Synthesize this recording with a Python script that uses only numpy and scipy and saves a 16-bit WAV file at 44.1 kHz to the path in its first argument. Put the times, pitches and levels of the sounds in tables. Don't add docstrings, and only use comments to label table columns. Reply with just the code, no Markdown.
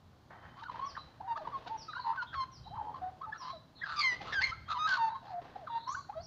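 import sys
import numpy as np
from scipy import signal
from scipy.fft import rfft, irfft, next_fast_len
from scipy.io import wavfile
from scipy.ndimage import uniform_filter1d

SR = 44100
rng = np.random.default_rng(int(sys.argv[2]) if len(sys.argv) > 2 else 0)


def persist_wave(psi):
    counts = np.round(np.clip(psi, -1, 1) * 32767).astype(np.int16)
    wavfile.write(sys.argv[1], SR, np.atleast_2d(counts).T)


N = 276362
TIME = np.arange(N) / SR


def from_db(db):
    return 10 ** (np.asarray(db) / 20)


def rms_one(x):
    return x / np.sqrt(np.mean(x ** 2) + 1e-20)


def at_hz(points, hz):
    points = np.array(points)
    return np.interp(np.log(hz), np.log(points[:, 0]), points[:, 1])


def wobble(rate_hz, size):
    knots = np.tanh(rng.standard_normal(int(size * 2 * rate_hz / SR) + 3))
    return np.interp(np.arange(size) * 2 * rate_hz / SR, np.arange(len(knots)), knots) * 2


def fade(t, start, end, edge_s):
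    return np.sin(np.pi / 2 * np.clip(np.minimum(t - start, end - t) / edge_s + .5, 0, 1)) ** 2


def coloured_noise(colour):
    size = next_fast_len(N)
    hz = np.arange(size // 2 + 1) * SR / size
    spectrum = rfft(rng.standard_normal(size)) * from_db(at_hz(colour, hz + 1))
    return rms_one(irfft(spectrum, size)[:N])


def whistles(table, quaver, quaver_hz, bend=2.1):
    out = np.zeros(N)
    for start, length, first_hz, last_hz, level_db in table:
        at, size = int(start * SR), int(length * SR)
        glide_hz = first_hz * (last_hz / first_hz) ** np.linspace(0, 1, size) ** bend
        hz = glide_hz * (1 + quaver * wobble(quaver_hz, size))
        note = from_db(level_db) * signal.windows.tukey(size, .5) * np.sin(2 * np.pi * np.cumsum(hz) / SR)
        out[at:at + size] += note[:N - at]
    return out


# pitch_hz, level_db
HUM_TONES = [(120, -69.5), (153, -73.5)]
# time_s, level_db
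WIND_LEVELS = [(0, -64.5), (1.9, -67.5), (2.42, -61), (2.55, -68), (2.68, -51), (2.85, -61), (3.0, -63),
               (3.8, -71), (4.3, -57), (4.55, -54.5), (4.8, -66.5), (5.8, -69.5), (6.27, -57)]
# frequency_hz, level_db
RUMBLE_COLOUR = [(10, -27), (45, -7), (75, 3.5), (130, -1), (250, -24), (600, -25.5), (2000, -63.5)]
# frequency_hz, level_db
STREET_COLOUR = [(25, -26.5), (120, -2.5), (250, -5.5), (450, -14.5), (800, -12.5), (1400, -19.5),
                 (2500, -28.5), (4200, -27), (6500, -30), (9000, -47.5)]


def street_and_wind(street_db=-64, hum_waver=0.0059, puff_db=3):
    hum = np.zeros(N)
    for pitch_hz, level_db in HUM_TONES:
        hz = pitch_hz * (1 + hum_waver * wobble(7.3, N))
        hum += from_db(level_db) * np.sqrt(2) * np.sin(2 * np.pi * np.cumsum(hz) / SR)
    wind_db = np.interp(TIME, *np.transpose(WIND_LEVELS)) + puff_db * wobble(9, N)
    wind = from_db(wind_db) * coloured_noise(RUMBLE_COLOUR)
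    return hum + wind + from_db(street_db) * coloured_noise(STREET_COLOUR)


# start_s, length_s, first_hz, last_hz, relative_level_db
PIPING_NOTES = [(.25, 0.93, 3114, 3160, -78.5), (2.54, 0.4, 3147, 3160, -76),
                (4.65, 0.063, 3170, 3360, -67.5), (5.06, 0.12, 3880, 3900, -70.5)]


def distant_birds():
    return whistles(PIPING_NOTES, quaver=0.011, quaver_hz=59.193)


# start_s, decay_s (time to fall 60 dB), scratch_db, thud_db, fizz_db
SCUFF_EVENTS = [(0.301, 0.5, -49.5, -67, -73), (0.422, 0.8, -56, -79.5, -73), (0.707, 2, -57.5, -60, -65),
                (1.413, 2, -60.5, -54.5, -68.5), (1.56, 7, -74.5, -77.5, -72.5), (2.82, 2, -78, -55.5, -78),
                (4.116, 0.5, -58.5, -52, -55), (4.206, 1, -55.5, -51.5, -55),
                (5.412, 1.5, -58.5, -56.5, -67)]
# frequency_hz, level_db
SCRATCH = [(100, -31.5), (500, 2), (800, 11), (1300, 6), (2000, 5), (2700, -21), (4300, -29), (8000, -53)]
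THUD = [(100, -9.5), (400, -6), (700, -4), (1100, -12), (2200, -44)]
FIZZ = [(900, -23), (2500, 5), (4400, -1), (6200, -6), (8000, -37)]


def scuffs(grain_db=2, attack_s=0.0081):
    noises = np.array([coloured_noise(colour) for colour in (SCRATCH, THUD, FIZZ)])
    out = np.zeros(N)
    for start, decay_s, *levels_db in SCUFF_EVENTS:
        age = np.maximum(TIME - start, 0)
        loudness = from_db(-60 * age / decay_s) * np.minimum(age / attack_s, 1)
        out += loudness * (from_db(levels_db) @ noises)
    return out * rms_one(from_db(grain_db * wobble(110, N)))


CALM_RASP, EDGE_RASP = 0.0396, .15
WAVER_SHARE, WAVER_DB, WAVER_HZ = 0.0043, 1.44, 47.05
EDGE_S = 0.0085
# frequency_hz, gain_db
THROAT_COLOUR = [(1400, 14), (2050, 3.5), (2400, -2.5), (2800, 4), (3400, 2.5), (4100, 13.5), (4900, 1.5),
                 (5500, -0.5), (6300, 0.5), (7200, -22.5), (11000, -26.5)]


def magpie_note(start, length, first_hz, last_hz, arch, peak_db, peak_at, overtones_db,
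                flutter_hz=90, depth=0, rasp=CALM_RASP,
                rise_db=7.5, sink_db=4, flutter_swing=0.17, jitter=0.1213, shimmer_db=5, even_db=-3):
    edge_s = EDGE_S + .025 * rasp + .04 * length
    span = slice(int((start - edge_s) * SR), min(N, int((start + length + edge_s) * SR)))
    t = TIME[span]
    along = np.clip((t - start) / length, 0, 1)
    from_middle = 2 * along - 1

    rate_hz = flutter_hz * (1 + 0.035 * wobble(79, len(t)))
    flutter = -min(depth, 1) * np.cos(2 * np.pi * (np.cumsum(rate_hz) / SR - flutter_hz * edge_s))
    hz = first_hz * (last_hz / first_hz) ** along * (1 + arch * (1 - from_middle ** 2))
    rough = np.maximum(rasp, EDGE_RASP * from_middle ** 4)
    unrest = flutter_swing * flutter + jitter * rough * wobble(400, len(t))
    unrest += WAVER_SHARE * wobble(WAVER_HZ, len(t))
    phase = 2 * np.pi * np.cumsum(hz * (1 + unrest)) / SR

    from_peak = np.interp(along, [0, np.clip(peak_at, .05, .95), 1], [-1, 0, 1])
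    swell_db = -np.where(from_peak < 0, rise_db, sink_db) * from_peak ** 2
    opening_db = along - 1
    beak = from_db(overtones_db + opening_db + 0.37 * swell_db)

    harmonic = np.arange(2, 11)[:, None]
    tilt_db = 0.32 * overtones_db * np.log2(harmonic)
    gains = from_db(at_hz(THROAT_COLOUR, harmonic * hz) + tilt_db + even_db * (harmonic % 2 == 0))
    hoarse_phase = phase + 0.65 * rasp * wobble(250, len(t))
    overtones = (gains * np.sin(harmonic * hoarse_phase)).sum(0) / np.sqrt((gains ** 2).sum(0))

    shimmer = from_db(shimmer_db * rough * wobble(300, len(t)))
    pulsing = rms_one(np.abs(1 + flutter) ** 0.68 * shimmer)
    level_db = peak_db + swell_db + WAVER_DB * wobble(WAVER_HZ, len(t))
    effort = pulsing * from_db(level_db) * fade(t, start, start + length, edge_s)
    tone = effort * np.sqrt(2) * (np.sin(phase) + beak * overtones)
    return span, tone, effort * rough, effort * rasp * beak


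# start_s, length_s, first_hz, last_hz, arch_share, peak_db, peak_at, overtones_db
FLUTED_NOTES = [(0.65, 0.025, 1290, 1280, 0.16, -47, 0.8, -21),
                (0.81, 0.07, 1078, 1145, -0.005, -38, 0.4, -23.5),
                (1.225, 0.065, 726, 762, 0.045, -45, 1, -34),
                (1.408, 0.029, 652, 615, -0.008, -49, 0.21, -16.5),
                (1.276, 0.059, 954.5, 912, 0, -34.5, 0.8, -24),
                (1.372, 0.038, 981, 784, -0.031, -47, 0.05, -17.5),
                (1.522, 0.045, 1197, 1048, -0.01, -39, 0.74, -25.5),
                (1.695, 0.071, 838, 855, 0.062, -40, 0.4, -27.5),
                (1.882, 0.033, 1317, 1234, -0.02, -45, 0.3, -17),
                (1.951, 0.036, 1448, 1636, -0.07, -41, 0.23, -18),
                (2.174, 0.053, 1572, 1402, -0.015, -35, 1, -26.5),
                (2.35, 0.092, 1125, 1039, -0.017, -35, 1, -14),
                (2.707, 0.044, 674, 913, 0.0056, -46.5, 0.96, -37.5),
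                (2.77, 0.034, 1353, 958.6, -0.23, -39, 0.94, -36),
                (2.808, 0.012, 925, 835, -0.029, -37, 1, -35),
                (3.016, 0.083, 746, 750.3, -0.01, -38.5, 0, -27.5),
                (3.23, 0.029, 1256, 1170, 0.068, -43.5, 0, -30),
                (3.264, 0.041, 918, 877, -0.032, -46.5, 0.9, -26.5),
                (3.53, 0.045, 697, 616, -0.0071, -50.5, 0, -15),
                (4.34, 0.068, 1623, 1500, 0.028, -33, 0.36, -14.5),
                (4.785, 0.085, 1224, 1280, -0.0016, -31, 0.79, -11.5),
                (4.972, 0.12, 966, 896, -0.036, -32.5, 0.55, -18.5),
                (5.304, 0.099, 784, 716.4, -0.058, -39, 0.9, -37),
                (5.568, 0.087, 876, 573, 0.046, -52.5, 1, -40),
                (5.697, 0.091, 940, 932, -0.015, -36, 0.77, -24),
                (5.89, 0.058, 1060, 1307, -0.0066, -43, 0.1, -23.5),
                (5.964, 0.033, 1063, 1150, 0.015, -40, 1, -29),
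                (6.152, 0.063, 648, 731, -0.056, -43, 0.5, -17)]
# the same columns, then flutter_hz, depth (0-1), rasp (0-1)
TRILLED_NOTES = [(0.562, 0.058, 1020.0, 1170, 0.047, -52, 0.8, -14.5, 84, 0, 0.59),
                 (0.753, 0.031, 910.0, 885, -0.0034, -45.5, 0.1, -26, 72, 0.6, 0.58),
                 (0.964, 0.02, 1360.0, 1070, -0.043, -42, 0.5, -24.5, 100.8, 0.66, 0.57),
                 (2.043, 0.087, 960.0, 928, -0.046, -34, 0.6, -24, 88, 0.49, 0.07),
                 (2.126, 0.049, 1210.0, 1053, -0.016, -46.5, 0.05, -30.5, 66, 0.28, 0.37),
                 (2.332, 0.02, 1530.0, 1166, 0.096, -37, 1, -17.5, 108, 0.08, 0.62),
                 (2.844, 0.08, 870, 855, -0.015, -43.5, 0.64, -36, 84, 0.62, 0),
                 (2.952, 0.033, 1070.0, 1051, 0.0069, -46.5, 0.3, -20, 82, 0.27, 0.24),
                 (3.338, 0.04, 1300.0, 1365, -0.017, -48.5, 0, -17, 105, 0.47, 0.37),
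                 (3.397, 0.12, 1060.0, 1114, -0.062, -44, 0.9, -14, 146, 0.28, 0.28),
                 (3.847, 0.12, 1486, 1229, -0.02, -42.5, 0.37, -11.5, 155, 0.63, 0.5),
                 (4.25, 0.1, 1130.0, 1330, 0.048, -49, 0.36, -10.5, 360, 0.06, 0.69),
                 (4.322, 0.03, 1850.0, 1693, -0.0073, -37, 0.6, -7, 340, 0.4, 0.3),
                 (4.683, 0.055, 1240, 1234, 0.021, -37.5, 0.86, -12.5, 71, 0.37, 0.31),
                 (4.743, 0.041, 1080.0, 999, -0.057, -36.5, 0.84, -16, 160, 0.4, 0),
                 (4.868, 0.11, 1080, 1007, -0.012, -46, 0.3, 2, 61.6, 0.7, 0.2),
                 (4.871, 0.093, 1580, 1431, 0.02, -31.5, 0.9, -23, 36.4, 0.12, 0.14),
                 (5.086, 0.054, 890.0, 907, -0.0059, -43.5, 0, -36, 71, 0.4, 0.28),
                 (5.225, 0.12, 670.0, 870, 0.07, -53.5, 0, -12, 78, 0.63, 0.47)]
# start_s, length_s, first_hz, last_hz, peak_db
QUICK_FLICKS = [(0.621, 0.017, 900, 957, -45.5), (0.635, 0.0078, 1980, 1360, -44.5),
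                (0.683, 0.0082, 1005, 1390, -41), (0.696, 0.0065, 1066, 977, -33),
                (0.744, 0.0082, 962, 900, -41), (0.792, 0.012, 958, 1060, -38.5),
                (0.951, 0.0077, 1506, 1990, -45.5), (1.202, 0.016, 664, 1030, -43),
                (1.355, 0.021, 1035, 1390, -40), (1.374, 0.0047, 1376, 1770, -40),
                (1.472, 0.0079, 943, 957, -32), (1.657, 0.021, 980, 940, -45.5),
                (1.449, 0.019, 1165, 1096, -44.5), (1.931, 0.012, 1883, 1090, -40.5),
                (1.965, 0.0085, 996, 995, -39), (1.993, 0.013, 976, 1002, -36.5),
                (2.222, 0.015, 1055, 940, -39.5), (2.659, 0.026, 713, 940, -47.5),
                (2.753, 0.019, 1168, 743, -47), (2.942, 0.0088, 1050, 1100, -39),
                (3.211, 0.015, 990, 1180, -42.5), (3.324, 0.013, 1670, 1800, -37),
                (3.815, 0.016, 1775, 2080, -39), (3.832, 0.016, 1730, 1600, -33.5),
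                (4.204, 0.02, 836, 750, -47), (4.515, 0.022, 1230, 1393, -38.5),
                (5.145, 0.025, 1090, 1028, -39), (4.965, 0.019, 1399, 974, -36),
                (5.556, 0.014, 855, 695, -41.5), (5.67, 0.015, 1570, 980, -41.5),
                (5.872, 0.014, 1015, 1022, -34), (5.889, 0.0085, 1074, 1090, -33),
                (5.946, 0.011, 1400, 1526, -36), (6.093, 0.014, 744, 877, -39),
                (6.118, 0.031, 957, 1295, -53.5)]
# peak_s, pitch_hz, level_db
SHORT_BARKS = [(0.637, 979, -53.5), (1.376, 639, -47.5), (1.677, 732, -44.5), (2.164, 935, -57),
               (2.227, 1066, -47.5), (4.719, 1315, -45.5), (4.891, 1085, -40.5)]
# frequency_hz, level_db
HISS_COLOUR = [(400, -41), (1400, 9), (2100, 2.5), (2700, 12), (3500, -1), (4200, 6.5), (4800, 7.5),
               (5500, 0), (6500, -2), (7300, -19.5), (11000, -37)]


def magpies(bark_s=.015, hiss_db=2, hoarse_db=-6, husk_db=-24, rattle_db=2.0, rattle_hz=220):
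    notes = [magpie_note(*row) for row in [*FLUTED_NOTES, *TRILLED_NOTES]]
    for *glide, db in QUICK_FLICKS:
        notes.append(magpie_note(*glide, arch=0, peak_db=db, peak_at=.5, overtones_db=-24, rasp=0.15))
    for peak_s, hz, db in SHORT_BARKS:
        notes.append(magpie_note(peak_s - bark_s / 2, bark_s, hz, hz, arch=0, peak_db=db, peak_at=.5,
                                 overtones_db=-3.5, rasp=0.32))
    voice, in_throat, at_beak = np.zeros((3, N))
    for span, tone, throat_air, beak_air in notes:
        voice[span] += tone
        in_throat[span] += throat_air
        at_beak[span] += beak_air
    voice += sum(squawk(points) for points in SQUAWK_SHAPES)

    at_beak = (at_beak + uniform_filter1d(at_beak, size=int(0.011 * SR))) / 2
    voice_level = np.sqrt(np.abs(uniform_filter1d(voice ** 2, size=int(0.089 * SR))))
    husk = from_db(husk_db) * voice_level
    throat = signal.butter(2, [650, 1900], "band", fs=SR, output="sos")
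    throat_noise = rms_one(signal.sosfilt(throat, signal.sosfilt(throat, rng.standard_normal(N))))
    hoarseness = (from_db(hoarse_db) * in_throat + husk) * throat_noise
    hiss = from_db(hiss_db) * at_beak * coloured_noise(HISS_COLOUR)
    rattle = rms_one(from_db(rattle_db * wobble(rattle_hz, N)))
    return voice + (hoarseness + hiss) * rattle


# start_s, relative_level_db
SMALL_BIRD_CALLS = [(0.846, -56.5), (1.768, -54.5), (2.51, -60), (3.369, -56)]
# start_s, length_s, first_hz, last_hz, relative_level_db
SMALL_BIRD_TWITTERS = [(1.991, 0.043, 4290, 4370, -57), (2.257, 0.065, 3580, 3310, -63),
                       (3.747, 0.08, 4010, 3290, -64), (5.662, 0.26, 3665, 4450, -63.5),
                       (5.87, 0.072, 5840, 7290, -53), (5.871, 0.19, 4510, 4020, -67),
                       (6.203, 0.026, 4540, 6040, -61.5), (6.227, 0.04, 5630, 4600, -55.5)]


def small_bird(chirp_s=0.078, from_hz=5820, to_hz=4030, delay_s=.12, note_s=0.069, note_hz=3970):
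    chirps = [(start, chirp_s, from_hz, to_hz, db) for start, db in SMALL_BIRD_CALLS]
    afternotes = [(start + delay_s, note_s, note_hz, note_hz, db - 5) for start, db in SMALL_BIRD_CALLS]
    calls = whistles(chirps + afternotes, quaver=0.018, quaver_hz=340)
    return calls + whistles(SMALL_BIRD_TWITTERS, quaver=.05, quaver_hz=200)


# time_s, pitch_hz, level_db, odd_harmonics_db, shake (0-1)
SQUAWK_SHAPES = [
    [(3.96, 1210, -44, 7, 0.6), (3.985, 1182, -35.5, 6, 0.65), (4.005, 1178, -31, 2, 0.84),
     (4.03, 1069, -33.5, -21, 0.65), (4.046, 1063, -28.5, -3.5, 0.16), (4.074, 1038, -28.5, -12, 0),
     (4.118, 976, -34, -15, 0.1), (4.15, 982, -38.5, -18, 0.46)],
    [(4.408, 842, -36.5, -3.5, 0.8), (4.425, 965, -30.5, -6.5, 1), (4.434, 1062, -30.5, -26, 0.4),
     (4.444, 1075, -25, -20.5, 0.36), (4.458, 1056, -37, -11.5, 0.83), (4.512, 1025, -42, 0.5, 0.6)],
]
# frequency_hz, gain_db
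OPEN_BEAK_COLOUR = [(1100, 1.5), (2130, 8), (2450, -5), (3200, -3), (4000, -17.5), (4300, -0.5), (4750, 4),
                    (5300, -10), (6400, -15), (8000, -35.5)]


def squawk(points, flutter_hz=108, swing=0.049, depth=.3, jitter=0.029,
           crackle_db=5.0, crackle_hz=230, hiss_db=-17):
    start, end = points[0][0], points[-1][0]
    span = slice(int((start - EDGE_S) * SR), int((end + EDGE_S) * SR))
    t = TIME[span]
    times, *columns = np.transpose(points)
    hz, level_db, odd_db, shake = [np.interp(t, times, column) for column in columns]

    rate_hz = flutter_hz * (1 + 0.17 * wobble(flutter_hz, len(t)))
    flutter = shake * np.sin(2 * np.pi * np.cumsum(rate_hz) / SR)
    unrest = swing * flutter + jitter * shake * wobble(2 * crackle_hz, len(t))
    unrest += WAVER_SHARE * wobble(WAVER_HZ, len(t))
    phase = 2 * np.pi * np.cumsum(hz * (1 + unrest)) / SR

    harmonic = np.arange(1, 11)[:, None]
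    gains = from_db(at_hz(OPEN_BEAK_COLOUR, harmonic * hz) + odd_db * (harmonic % 2))
    shared_bursts = wobble(crackle_hz, len(t)) * np.minimum(np.log2(harmonic), 2)
    own_bursts = np.array([wobble(crackle_hz, len(t)) for _ in harmonic])
    crackle = from_db(crackle_db * shake * (shared_bursts + own_bursts - shake) / 2)
    tone = np.sqrt(2) * (gains * crackle * np.sin(harmonic * phase)).sum(0) / np.sqrt((gains ** 2).sum(0))
    hiss = from_db(hiss_db) * (shake + CALM_RASP) * coloured_noise(HISS_COLOUR)[span]
    out = np.zeros(N)
    out[span] = from_db(level_db) * fade(t, start, end, EDGE_S) * (1 + depth * flutter) * (tone + hiss)
    return out


# delay_s, level_db
HOUSE_ECHOES = [(.0065, -25.5), (.058, -22.5), (.097, -24.5)]


def echoes(x, dull_hz=4500):
    dull = signal.sosfilt(signal.butter(1, dull_hz, fs=SR, output="sos"), x)
    return sum(from_db(db) * np.interp(TIME - delay, TIME, dull, left=0) for delay, db in HOUSE_ECHOES)


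def scatter(x, decay_s, build_s):
    t = TIME[:SR]
    tail = rng.standard_normal(SR) * from_db(-60 * t / decay_s) * (1 - np.exp(-t / build_s))
    return signal.fftconvolve(x, tail / np.sqrt(np.sum(tail ** 2)))[:N]


def scene():
    near = magpies() + scuffs()
    far = small_bird() + distant_birds()
    veranda_ring = from_db(-9.5) * scatter(near, decay_s=0.1, build_s=0.008)
    street_ring = from_db(-20) * scatter(near, decay_s=0.94, build_s=0.0074)
    far = from_db(3.5) * far + from_db(4.0) * scatter(far, decay_s=0.42, build_s=0.0013)
    return (near + echoes(near) + veranda_ring + street_ring + far + street_and_wind())[None]


# frequency_hz, gain_db
MICROPHONE_COLOUR = [(1900, 1), (2150, -2), (2550, 1), (3200, 2.5), (4300, 2.5), (5600, -4), (6400, -4),
                     (7500, -3), (8000, -11.5), (8600, -4.5), (12000, -26.5)]


def record(dry, hiss_db=-85.0, cutoff_hz=15500):
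    hz = np.linspace(0, SR / 2, 513)
    colour = signal.firwin2(129, hz, from_db(at_hz(MICROPHONE_COLOUR, hz + 1)), fs=SR)
    hiss = from_db(hiss_db) * rng.standard_normal(dry.shape)
    treble_cut = signal.ellip(10, .1, 70, cutoff_hz, fs=SR, output="sos")
    return signal.sosfilt(treble_cut, signal.fftconvolve(dry, colour[None], "same") + hiss)


dry = scene()
out = record(dry)
persist_wave(out)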